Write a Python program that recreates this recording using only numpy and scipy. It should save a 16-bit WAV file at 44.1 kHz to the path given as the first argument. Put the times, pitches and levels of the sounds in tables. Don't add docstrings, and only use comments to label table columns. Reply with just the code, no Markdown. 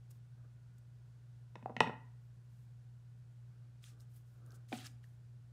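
import sys
import numpy as np
from scipy import signal
from scipy.fft import rfft, irfft, next_fast_len
from scipy.io import wavfile

SR = 44100
rng = np.random.default_rng(int(sys.argv[2]) if len(sys.argv) > 2 else 0)


def waveform_to_disk(signal):
    frames = np.transpose(np.atleast_2d(signal))
    scaled = np.clip(frames, -1, 1) * 32767
    samples = np.round(scaled).astype(np.int16)
    wavfile.write(sys.argv[1], SR, samples)


def how_loud(loudness_db):
    steps = np.asarray(loudness_db, float) / 20
    return 10 ** steps


N = 243431

# [f/Hz, rms level/dB, sway/dB]
HUM_TONES = [
    (60.1, -74.5, 0),
    (119.93, -55.5, 0.4),
    (1443, -95, 2),
]
# [f/Hz, density/dB per Hz]
RUMBLE_SPECTRUM = [(25, -37.5), (40, -18), (52, -8.5), (70, -2), (95, -0.5), (135, 7), (165, -5),
                   (210, -14), (300, -45)]
# [f/Hz, density/dB per Hz]
AIR_SPECTRUM = [(90, -39.5), (150, -0.5), (210, -5), (250, -11), (480, -15), (850, -19), (1250, -22),
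                (1500, -19.5), (2100, -25.5), (5200, -29.5), (9000, -33), (11000, -39.5), (13500, -49.5),
                (16000, -51)]
# [full pressure from t/s, held t/s, swell t/s, level/dB, lightness 0 rustle - 1 finest hiss]
STROKES = [(.108, 0.0055, 0.011, -66.5, 0.8), (.13, 0.037, 0.03, -85, 0.74), (.782, 0.0037, .01, -78, 0.75),
           (2.22, 0.044, 0.039, -96, 1.2), (2.52, .13, 0.056, -86, 0.84),
           (3.832, 0.015, 0.013, -72.5, 0.45), (3.865, 0.026, 0.047, -65.5, 0.21),
           (4.005, 0.017, 0.021, -72.5, 0.79), (4.12, 0.06, 0.05, -79.5, .85),
           (4.163, 0.0077, 0.024, -73, 1.2), (4.28, 0.1, 0.071, -85, .9), (4.46, 0.062, 0.018, -82.5, 1.15),
           (4.518, 0.0036, 0.0087, -78, .45), (4.545, 0.014, 0.014, -68, .6),
           (4.688, 0.046, 0.0078, -74, 0.51), (4.734, 0.044, 0.04, -56.5, 0.13),
           (4.799, 0.06, 0.013, -60.5, 0.1), (4.86, .012, 0.017, -60.5, 0.13),
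           (4.885, 0.015, .06, -75, 0.31), (5.039, 0.0031, 0.017, -71.5, 0.052),
           (5.06, 0.074, .04, -86.5, 0.87)]
# [f/Hz, density/dB per Hz]
CARD_SPECTRUM = [(700, -43), (1200, 2.5), (2000, 1.5), (3200, 4.5), (4500, 3), (7000, -34)]
# [f/Hz, density/dB per Hz]
SKIN_SPECTRUM = [(3000, -79), (5000, -8.5), (7000, -5.5), (9500, -9), (13000, -41)]
# [f/Hz, density/dB per Hz]
FINE_SPECTRUM = [(7500, -7.5), (11000, 1.5), (14000, 3), (17000, -2)]
# [t/s, peak level/dB, f/Hz]
SNAP_EVENTS = [(0.1096, -52, 9100), (0.783, -64, 8100), (3.8404, -46, 3300), (4, -62.5, 5110),
               (4.0055, -58, 5435), (4.1659, -59, 10300), (4.4629, -58.5, 9300), (4.5062, -58, 5830),
               (4.52, -59, 4960), (4.6884, -58, 3400), (4.788, -44, 3080), (4.868, -37.5, 5600),
               (4.865, -42.5, 5500), (5.041, -57, 1810)]
# [full pressure from t/s, held t/s, swell t/s, level/dB]
PALM_STROKES = [
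    (.38, 0.012, 0.037, -76),
    (.445, 0.0065, 0.022, -71),
    (3.5, 0.16, .05, -81.5),
    (3.92, 0.1, 0.036, -77),
    (4.4, 0.12, 0.18, -74.5),
    (4.52, .015, 0.064, -71.5),
]
# [f/Hz, density/dB per Hz]
PALM_SPECTRUM = [(150, -20), (240, 4), (420, 0.5), (700, -3.5), (950, -18.5), (1200, -4), (1600, -3),
                 (2000, -37)]
# [t/s, peak level/dB, edge click level/dB, desk thump level/dB, favoured ring f/Hz]
TAP_EVENTS = [(1.5555, -51.5, 4.5, -11, 930), (1.5612, -43.5, -30, -6.5, 515), (1.6265, -54, -5.5, 8, 702),
              (1.6591, -42.5, -16.5, -7.5, 777), (1.6968, -42, -22.5, -31.5, 790),
              (1.7027, -39, -41, -11, 506), (1.766, -40.5, 3.5, -0.5, 750),
              (1.8048, -35.5, 13, -10.5, 1490), (1.8068, -22, -7.5, -3, 945),
              (1.8136, -29.5, -13.5, -3.5, 1010), (1.873, -41, -2.5, -1.5, 600),
              (1.8959, -35.5, -22.5, -17, 800)]
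# [f/Hz, level/dB, t60/s]
TRAY_MODES = [(395, -20.5, 0.0098), (490, -9, 0.03), (600, -10.5, 0.031), (764.4, -7, 0.028),
              (894, -8.5, 0.023), (945, -7.5, 0.033), (1290, -14, 0.05), (1396, -9, 0.07)]
# [f/Hz, level/dB, t60/s]
EDGE_MODES = [(1545, -9, 0.017), (1760, -13.5, 0.042), (1898, 0.5, 0.017), (2220, -6.5, 0.014),
              (2520, 3, 0.021), (2950, -6.5, 0.0065), (3470, -10.5, 0.021), (3730, -2.5, 0.0068),
              (4430, -12.5, 0.011), (5385, -8, 0.0054), (6160, -6.5, 0.0034), (8000, -23, 0.0035)]
# [f/Hz, level/dB, t60/s]
DESK_MODES = [(161, -9, 0.12), (203, 3.5, 0.046), (240.4, 1.5, 0.064), (317.3, -10, 0.026)]
# [t/s, peak level/dB, contact cut-off f/Hz, desk thump level/dB, nail click level/dB]
KNOCK_EVENTS = [
    (4.7202, -41.5, 910, -19.5, -30),
    (4.7266, -44, 3480, -32, 15.5),
    (4.7294, -38.5, 2500, 7.5, -37),
    (4.7339, -39.5, 900, 6.5, -20),
]
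# [f/Hz, level/dB, t60/s]
KNOCK_BODY_MODES = [(517, -2, 0.017), (600, -7.5, 0.038), (738, 0.5, 0.2)]
# [f/Hz, level/dB, t60/s]
THUMP_MODES = [(148.6, -16, 0.056), (233, -7.5, 0.089), (332, -3, 0.055)]
# [f/Hz, level/dB, t60/s]
NAIL_MODES = [(1527, -15.5, 0.035), (1810, -19, 0.057), (2400, -7, 0.021), (2900, -15, 0.015),
              (3400, -2.5, 0.0046)]
# [f/Hz, t60/s]
ROOM_DECAY = [(150, .5), (400, 0.34), (900, 0.4), (1600, 0.45), (2700, 0.31), (6000, 0.25), (11000, 0.27)]


def rms_one(x):
    return x / np.sqrt(np.mean(x ** 2) + 1e-20)


def at_hz(points, hz):
    table = np.array(points)
    return np.interp(np.log(hz), np.log(table[:, 0]), table[:, 1])


def coloured(white, spectrum):
    size = next_fast_len(len(white))
    hz = np.maximum(np.fft.rfftfreq(size, 1 / SR), 1)
    shaped = irfft(rfft(white, size) * how_loud(at_hz(spectrum, hz)), size)
    return rms_one(shaped[:len(white)])


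def drift(rate_hz):
    r = np.exp(-2 * np.pi * rate_hz / SR)
    wander = signal.lfilter([1], [1, -2 * r, r * r], rng.standard_normal(N + SR))
    return rms_one(wander[SR:])


def background(rumble_db=-66, air_db=-75, patchy_db=0.25):
    t, hum = np.arange(N) / SR, 0
    for hz, db, sway_db in HUM_TONES:
        hum = hum + np.sqrt(2) * how_loud(db + sway_db * drift(0.96)) * np.sin(2 * np.pi * hz * t)
    rumble = how_loud(rumble_db) * coloured(rng.standard_normal(N), RUMBLE_SPECTRUM)
    air = how_loud(air_db + patchy_db * drift(3.3)) * coloured(rng.standard_normal(N), AIR_SPECTRUM)
    return hum + rumble + air


def ring(push, hz, t60):
    r, w = how_loud(-60 / (t60 * SR)), 2 * np.pi * hz / SR
    return signal.lfilter([0, np.sin(w)], [1, -2 * r * np.cos(w), r * r], push)


def pressure(strokes, swell_db=22.5, release_stretch=1.25):
    s, held, swell, level_db = np.transpose(strokes)[:4, :, None]
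    t = np.arange(N) / SR
    away = np.maximum(s - t, 0) + np.maximum(t - s - held, 0) / release_stretch
    return how_loud(level_db - np.minimum(swell_db * away / np.maximum(swell, 0.003), 90))


def flecks(per_s=600.0, size_db=4.0, cycles=40.0):
    sizes = how_loud(size_db * np.minimum(rng.exponential(1, N), 4))
    flicks = sizes * rng.choice([-1, 1], N) * (rng.random(N) < per_s / SR)
    dealt, out = rng.integers(0, 16, N), 0
    for k, hz in enumerate(np.geomspace(1200, 15000, 16)):
        out = out + np.sqrt(hz / 10) * ring(flicks * (dealt == k) + 1e-18, hz, cycles / hz)
    return rms_one(out)


def rubbing(fleck_db=-10.5, flutter_db=2.2):
    gains, light, out = pressure(STROKES), np.array(STROKES)[:, 4], 0
    grains = rng.standard_normal(N) + how_loud(fleck_db) * flecks()
    card_loss = 23 * light
    skin_loss = 31.5 * (light - 0.47) ** 2 * 2
    fine_loss = 15 * (1 - light)
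    layers = [(card_loss, CARD_SPECTRUM), (skin_loss, SKIN_SPECTRUM), (fine_loss, FINE_SPECTRUM)]
    for loss_db, spectrum in layers:
        flutter = how_loud(-flutter_db * drift(27.0))
        out = out + coloured(grains, spectrum) * (how_loud(-loss_db) @ gains) * flutter
    return out


def add(out, s, sound):
    i = round(s * SR)
    out[i:i + len(sound)] += sound[:N - i]


def snaps(life_s=0.00083, cycles=11.0):
    out, t = np.zeros(N), np.arange(SR // 40) / SR
    for s, level_db, hz in SNAP_EVENTS:
        burst = rng.standard_normal(len(t)) * np.exp(-t / life_s)
        crack = signal.sosfilt(signal.butter(2, 0.98 * hz, "high", fs=SR, output="sos"), burst)
        crack = crack + 1.15 * ring(crack, hz, cycles / hz)
        add(out, s, how_loud(level_db) * crack / np.abs(crack).max())
    return out


def palm():
    return pressure(PALM_STROKES).sum(axis=0) * coloured(rng.standard_normal(N), PALM_SPECTRUM)


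def contact(contact_hz):
    click = signal.unit_impulse(SR // 4) + 1e-18
    cutoff_hz = np.clip(contact_hz, 200, 15000)
    return signal.sosfilt(signal.bessel(3, cutoff_hz, fs=SR, output="sos", norm="mag"), click)


def struck(push, modes):
    out = 0
    for k, (hz, db, t60) in enumerate(modes):
        sign = 1 if 370 < hz < 1460 else (-1) ** k
        out = out + sign * how_loud(db) * ring(push, hz, t60)
    return out


def tray_under_blow(level_db, favoured_hz, favour_db=11.5):
    modes = []
    for hz, db, t60 in TRAY_MODES:
        favour = favour_db * np.exp(-(np.log2(hz / favoured_hz) / 0.081) ** 2)
        wake = (hz > 1200) * 0.57 * (level_db + 23)
        modes.append((hz, db + favour + wake, t60))
    return modes


def taps(spread_db=5.0, crack_db=4.0, grit_db=-12.0, grit_s=0.005):
    out, t = np.zeros(N), np.arange(SR // 4) / SR
    crack_filter = signal.butter(2, 1150, "high", fs=SR, output="sos")
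    for s, level_db, edge_db, desk_db, favoured_hz in TAP_EVENTS:
        push = contact(3300 * 2 ** (edge_db / 18.5))
        modes = tray_under_blow(level_db, favoured_hz)
        modes += [(hz, db + edge_db, t60) for hz, db, t60 in EDGE_MODES]
        modes += [(hz, db + desk_db, t60) for hz, db, t60 in DESK_MODES]
        modes = np.array(modes) + np.outer(rng.standard_normal(len(modes)), [0, spread_db, 0])
        grit = rng.standard_normal(len(t)) * np.exp(-t / grit_s)
        crack = push + how_loud(grit_db) * signal.fftconvolve(push, grit)[:len(t)]
        crack = signal.sosfilt(crack_filter, crack)
        add(out, s, how_loud(level_db - 1.5) * (struck(push, modes) + how_loud(crack_db + edge_db) * crack))
    return out


def knocks():
    out = np.zeros(N)
    for s, level_db, contact_hz, thump_db, nail_db in KNOCK_EVENTS:
        push = contact(contact_hz)
        sound = struck(push, KNOCK_BODY_MODES)
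        sound = sound + how_loud(thump_db) * struck(push, THUMP_MODES)
        sound = sound + how_loud(nail_db) * struck(push, NAIL_MODES)
        add(out, s, how_loud(level_db) * sound)
    return out


def room(x, level_db=-12.5, rise_s=0.009):
    t, tail = np.arange(SR * 3 // 4) / SR, 0
    edges = 90 * 2 ** np.arange(0, 7.6, 0.5)
    for low, high in zip(edges, edges[1:]):
        band_filter = signal.butter(2, [low, high], "band", fs=SR, output="sos")
        band = signal.sosfilt(band_filter, rng.standard_normal(len(t)))
        tail = tail + band * how_loud(-60 * t / at_hz(ROOM_DECAY, np.sqrt(low * high)))
    tail = tail * (1 - np.exp(-(t / rise_s) ** 2))
    return how_loud(level_db) * signal.fftconvolve(x, tail / np.sqrt(np.sum(tail ** 2)))[:N]


def scene():
    friction = snaps() + rubbing()
    no_deep_bass = signal.butter(3, 120, "high", fs=SR, output="sos")
    blows = signal.sosfilt(no_deep_bass, palm() + taps() + knocks())
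    reflections = room(blows + how_loud(-6) * friction)
    return (blows + friction + reflections + background())[None]


def low_pass(x):
    return signal.sosfilt(signal.butter(12, 16040, fs=SR, output="sos"), x)


def record(dry):
    top_cut = signal.cheby2(12, 60, 16500, fs=SR, output="sos")
    mix = signal.sosfilt(top_cut, dry)
    return low_pass(mix)


dry = scene()
out = record(dry)
waveform_to_disk(out)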